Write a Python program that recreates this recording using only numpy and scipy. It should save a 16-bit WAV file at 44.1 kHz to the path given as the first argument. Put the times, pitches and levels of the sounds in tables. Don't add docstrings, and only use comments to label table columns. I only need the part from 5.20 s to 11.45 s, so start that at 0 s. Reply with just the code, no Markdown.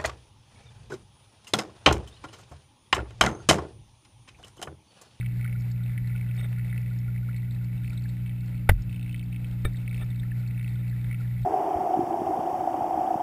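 import sys
import numpy as np
from scipy import signal
from scipy.fft import rfft, irfft
from scipy.io import wavfile
from scipy.ndimage import map_coordinates

SR = 44100
rng = np.random.default_rng(int(sys.argv[2]) if len(sys.argv) > 2 else 0)


def store_pcm(level_fs):
    pcm = np.round(np.clip(level_fs, -1, 1) * 32767).astype(np.int16)
    wavfile.write(sys.argv[1], SR, np.atleast_2d(pcm).T)


N = 275625

# [time_s, place (0 = mouth of the wide pipe, 1 = in front of the filter box)]
CAMERA_PATH = [(0, 0.071), (1.3, 0), (2.3, 0.28), (3.1, 0.53), (4.05, 1), (4.5, 0.54), (5.1, 0.26),
               (6.25, 0)]

# [frequency_hz, relative_level_db per Hz]
CHURN_SPECTRUM = [(10, -13), (28, -13), (44, 1.5), (68, -5), (95, -3.5), (135, 0), (175, -7), (215, -16),
                  (280, -16), (330, -28.5), (500, -45), (900, -56)]
# [frequency_hz, relative_level_db per Hz]
FLOW_SPECTRUM = [(150, -11), (350, -1.5), (500, 0), (680, -4), (830, -2.5), (1130, -11), (1420, -2),
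                 (1600, -7), (2100, -2.5), (2600, -6.5), (2850, -10), (3380, -12.5), (3600, -9),
                 (4700, -15), (5800, -16.5), (7000, -34)]
# [start_s, peak_db, pitch_hz]
LARGE_BUBBLES = [(.2514, -38, 1474), (.8735, -45, 4060), (2.0856, -41.5, 1430), (2.3095, -43.5, 3950),
                 (2.7037, -38.5, 2270), (2.7752, -41, 3660), (2.855, -43.5, 1690), (4.545, -41.5, 1890),
                 (4.997, -42.5, 3670), (5.032, -41, 1930), (5.1163, -37.5, 1770)]

# [start_s, length_s, level_db]
HOUSING_RUBS = [(1.165, 0.048, -55.5), (1.215, 0.056, -54.5), (4.784, 0.047, -56), (4.81, 0.029, -51.5),
                (5.488, 0.032, -64), (5.584, 0.037, -60)]
# [frequency_hz, relative_level_db per Hz]
RASP_SPECTRUM = [(150, -22), (350, -11), (750, -1), (1050, -17), (3300, -13), (3680, -2.5), (4000, -29),
                 (7000, -35)]
# [start_s, hard_face_db, soft_edge_db, thump_db]
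HOUSING_KNOCKS = [(3.4915, -19.5, -66, -7), (3.4941, -16, -61, -2), (3.515, -43, -60, -1.5),
                  (3.518, -47, -56, -30), (4.4483, -39, -45, -15), (4.4515, -39, -27, -10),
                  (4.474, -50, -61.5, -32)]
# [frequency_hz, relative_level_db per Hz]
CRACK_SPECTRUM = [(150, -32), (300, -20), (480, 3), (680, 6), (1050, -3.5), (1400, 1), (1750, 6.5),
                  (2300, 1), (2650, -3), (3300, -10), (4200, -18), (5800, -16.5), (7000, -60)]
# [pitch_hz, level_db, t60_s (time to fade by 60 dB)]
FACE_MODES = [(610, -10, 0.036), (711, -7, 0.031), (885, -20, 0.031), (1320, -10.5, 0.044),
              (1694, -7.5, 0.027), (1977, -10, 0.041), (2180, -8, 0.026), (2260, -6.5, 0.027),
              (2750, -18, 0.025), (3273, -0.5, 0.013), (3525, -12.5, 0.019)]
# [pitch_hz, level_db, t60_s]
EDGE_MODES = [(370, -6, 0.085), (448, -5, 0.065), (570, -6, 0.047), (1284, -3, 0.029), (1380, -7.5, 0.053),
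              (1790, -1.5, 0.044), (2306, -3.5, 0.056), (3670, -6.5, 0.07)]
# [pitch_hz, level_db, t60_s]
ROCKING_MODES = [(28, -22, 0.15), (45, -16, 0.31), (87, -5.5, 0.085), (102, -32.5, 0.99)]

# [multiple of the mains frequency, relative_level_db]
MAGNETIC_TONES = [(2, -0.5)]
# [multiple of the mains frequency, relative_level_db]
SHAFT_TONES = [(1, 2.1), (3, 4.82)]
# [multiple of the mains frequency, relative_level_db]
BUZZ_TONES = [(4, 0.5), (5, -2.5), (6, -15.5), (8, -21.5)]

# [pitch_hz, width_hz, level_db]
CASING_RESONANCES = [(1456, 100, 4), (1747, 77, -1), (1999, 138, 3), (2235, 120, 3.5), (2595, 146, 2.5),
                     (3000, 92, -1.5), (3230, 74, -1.5), (3620, 200, 1.5), (4240, 250, -1.5),
                     (5280, 250, 0)]
# [angle (share of a turn), peak_db before drift and chance]
LIGHT_TAPS = [(.68, -47.5), (0.95, -53), (0.1498, -52.5)]
# [start_s (moved to the nearest strike), turns, peak_db before chance]
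RATTLE_BOUTS = [(.01, 1, -32), (.06, 1, -33), (.21, 4, -34.5), (.28, 2, -33.5), (.33, 1, -38),
                (.51, 1, -42.5), (.78, 1, -33), (.955, 2, -37), (1.01, 2, -37.5), (1.11, 1, -35),
                (1.18, 6, -36.5), (1.33, 1, -35.5), (1.395, 1, -35.5), (1.53, 3, -35.5), (1.58, 1, -33.5),
                (1.66, 1, -40.5), (1.96, 2, -36.5), (2.145, 2, -38), (2.645, 3, -38), (3.06, 4, -39),
                (3.345, 4, -41), (3.695, 21, -40.5), (3.945, 1, -33), (4.13, 3, -39), (4.245, 1, -37),
                (4.68, 1, -34), (4.71, 7, -35.5), (5.38, 7, -38), (5.91, 3, -33)]

FLOW_DB = (-58.5, -60.5)
MAGNETIC_DB, SHAFT_DB, BUZZ_DB = (-28, -32), (-46.5, -45), (-61, -54.5)
CHATTER_DB = (-1.5, -9.5)
CHATTER_HZ = (2070, 2600)

MAINS_HZ = 59.996
UNREST_DB, UNREST_PER_S = 1.5, 9
STRIKE_ANGLE, ANGLE_JITTER = .66, .018
REBOUND_DB, STRIKE_SCATTER_DB = 4.5, 1.44
RASP_DB = 1
CEILING_DB, ATTACK_S, RECOVER_DB_PER_S = -7, .02, 61
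HOLD_HZ, TOP_HZ = 12000, 15400


def amp(db):
    return 10 ** (np.asarray(db) / 20)


def unit(x):
    return x / np.sqrt(np.mean(x ** 2) + 1e-20)


def wobble(rate):
    points = rng.standard_normal(int(N * rate / SR) + 4)
    return map_coordinates(points, [np.arange(N) * rate / SR])


def drift(ends, s):
    times, places = np.transpose(CAMERA_PATH)
    place = np.interp(s, times, places)
    at_pipe, at_box = ends
    return at_pipe + place * (at_box - at_pipe)


def noise(spectrum):
    hz, db = np.transpose(spectrum)
    grid = np.fft.rfftfreq(N, 1 / SR)
    weight = amp(np.interp(np.log(grid + 1), np.log(hz + 1), db))
    return unit(irfft(rfft(rng.standard_normal(N)) * weight, N))


def dying(t, t60):
    return np.exp(-np.log(1000) * t / t60)


def ring(modes, scatter_db):
    t = np.arange(SR // 2) / SR
    sound = np.zeros(len(t))
    for hz, db, t60 in modes:
        strength = amp(db + scatter_db * rng.standard_normal())
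        sound += strength * dying(t, t60) * np.sin(2 * np.pi * hz * t)
    return sound


def add(track, s, sound):
    start = int(np.clip(round(s * SR), 0, N))
    track[start:start + len(sound)] += sound[:N - start]


def ticks(times, db, hz, q, t60, body=np.ones_like, size=2048):
    t, f = np.arange(size) / SR, np.fft.rfftfreq(size, 1 / SR)
    bursts = rng.standard_normal((len(times), size)) * dying(t, t60)
    ratio = f / hz[:, None]
    resonance = 1j * ratio / (q * (1 - ratio ** 2) + 1j * ratio)
    shapes = irfft(rfft(bursts) * resonance ** 2 * body(f), size)
    track = np.zeros(N)
    for s, gain, shape in zip(times, amp(db), shapes):
        add(track, s, gain * shape / np.abs(shape).max())
    return track


def casing(f):
    response = 0
    for hz, width, db in CASING_RESONANCES:
        response = response + amp(db) * 1j * f * width / (hz ** 2 - f ** 2 + 1j * f * width)
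    return response


def bubbles(count, low_hz, high_hz, db, spread_db, q, t60):
    when, size, force = rng.random((count, 3)).T
    times = when * N / SR
    peak_db = drift(db, times) + spread_db * force ** 2
    pitch_hz = low_hz + size * (high_hz - low_hz)
    return ticks(times, peak_db, pitch_hz, q, t60, body=casing)


def water():
    churn = amp(-43.5 + 0.91 * wobble(7)) * noise(CHURN_SPECTRUM)
    flow_db = drift(FLOW_DB, np.arange(N) / SR) + 0.68 * wobble(3.0) + 1.3 * wobble(25)
    flow = amp(flow_db) * noise(FLOW_SPECTRUM)
    s, db, hz = np.transpose(LARGE_BUBBLES)
    plops = ticks(s, db, hz, q=8.3, t60=0.018)
    blips = bubbles(count=40, low_hz=1340, high_hz=1490, db=(-54, -63), spread_db=10.0, q=14, t60=0.014)
    crackle = bubbles(count=100, low_hz=1650, high_hz=2450, db=(-50, -60), spread_db=12.5, q=2.8, t60=0.0035)
    fizz = bubbles(count=130, low_hz=3240, high_hz=5060, db=(-59, -57), spread_db=13.5, q=5.2, t60=0.024)
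    return churn + flow + plops + blips + crackle + fizz


def rubs():
    track = np.zeros(N)
    body = ring(EDGE_MODES, scatter_db=1)
    body = body / np.linalg.norm(body)
    for s, length, db in HOUSING_RUBS:
        n = int(length * SR)
        fade = signal.windows.tukey(n)
        slips = unit(rng.standard_normal(n) ** 3 * fade)
        add(track, s, amp(db) * signal.fftconvolve(slips, body))
        add(track, s, amp(db + RASP_DB) * noise(RASP_SPECTRUM)[:n] * fade)
    return track


def knocks():
    track, t = np.zeros(N), np.arange(SR // 2) / SR
    for s, face_db, edge_db, thump_db in HOUSING_KNOCKS:
        crack = noise(CRACK_SPECTRUM)[:len(t)] * dying(t, 0.039)
        contact = 1 - dying(t, 0.0019)
        face = amp(face_db) * (crack + ring(FACE_MODES, scatter_db=5.0))
        edge = amp(edge_db) * ring(EDGE_MODES, scatter_db=0.5)
        slow_start = 1 - dying(t, 0.011)
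        thump = amp(thump_db) * ring(ROCKING_MODES, scatter_db=1.0) * slow_start
        add(track, s, contact * (face + edge - thump))
    return track


def tone_stack(tones, wave, t):
    total = np.zeros(N)
    for multiple, db in tones:
        total += np.sqrt(2) * amp(db) * wave(2 * np.pi * multiple * MAINS_HZ * t)
    return total


def hum():
    t = np.arange(N) / SR
    pull = amp(drift(MAGNETIC_DB, t)) * tone_stack(MAGNETIC_TONES, np.sin, t)
    shake = amp(drift(SHAFT_DB, t)) * tone_stack(SHAFT_TONES, np.cos, t)
    buzz = amp(drift(BUZZ_DB, t)) * tone_stack(BUZZ_TONES, np.sin, t)
    return pull + shake + buzz


def impeller():
    turns = np.arange(int(N / SR * MAINS_HZ))
    turn_samples = (turns / MAINS_HZ * SR).astype(int)
    unrest_db = UNREST_DB * wobble(UNREST_PER_S)[turn_samples]
    track = np.zeros(N)
    for angle, tap_db in LIGHT_TAPS:
        late, force, detune = rng.standard_normal((len(turns), 3)).T
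        times = (turns + angle + .03 * late) / MAINS_HZ
        force_db = 6.6 * np.tanh(0.79 * force)
        peak_db = tap_db + drift(CHATTER_DB, times) + unrest_db + force_db
        pitch_hz = drift(CHATTER_HZ, times) * np.exp(0.082 * detune)
        track += ticks(times, peak_db, pitch_hz, q=4.1, t60=0.0072, body=casing)
    return track


def rattles():
    track = np.zeros(N)
    for start, turns, db in RATTLE_BOUTS:
        k = np.arange(round(turns))
        late, force, detune = rng.standard_normal((len(k), 3)).T
        first_turn = round(start * MAINS_HZ - STRIKE_ANGLE)
        times = (first_turn + k + STRIKE_ANGLE + ANGLE_JITTER * late) / MAINS_HZ
        peak_db = db - REBOUND_DB * (k % 2) + STRIKE_SCATTER_DB * force
        pitch_hz = drift(CHATTER_HZ, times) * np.exp(0.066 * detune)
        track += ticks(times, peak_db, pitch_hz, q=3.18, t60=0.0069, body=casing)
    return track


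def scene():
    return (water() + rubs() + knocks() + hum() + impeller() + rattles())[None]


def gain_control(x):
    climb_db = RECOVER_DB_PER_S * np.arange(N) / SR
    over_db = np.maximum(20 * np.log10(np.abs(x[0]) + 1e-9) - CEILING_DB, 0)
    cut_db = np.maximum.accumulate(over_db + climb_db) - climb_db
    keep = np.exp(-1 / (ATTACK_S * SR))
    smooth_cut_db = signal.lfilter([1 - keep], [1, -keep], cut_db)
    return x * amp(-smooth_cut_db)


def record(dry):
    hz = np.fft.rfftfreq(N, 1 / SR)
    anti_alias = 1 / (1 + (hz / 5900) ** 60)
    band_limit = 1 / (1 + (hz / TOP_HZ) ** 140)
    filtered = irfft(rfft(gain_control(dry)) * anti_alias, N)
    slow = signal.resample_poly(filtered, HOLD_HZ, SR, axis=1)
    steps = np.repeat(slow, 4, axis=1)
    held = signal.resample_poly(steps, SR, 4 * HOLD_HZ, axis=1)[:, :N]
    return irfft(rfft(held) * band_limit, N)


dry = scene()
out = record(dry)
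store_pcm(out)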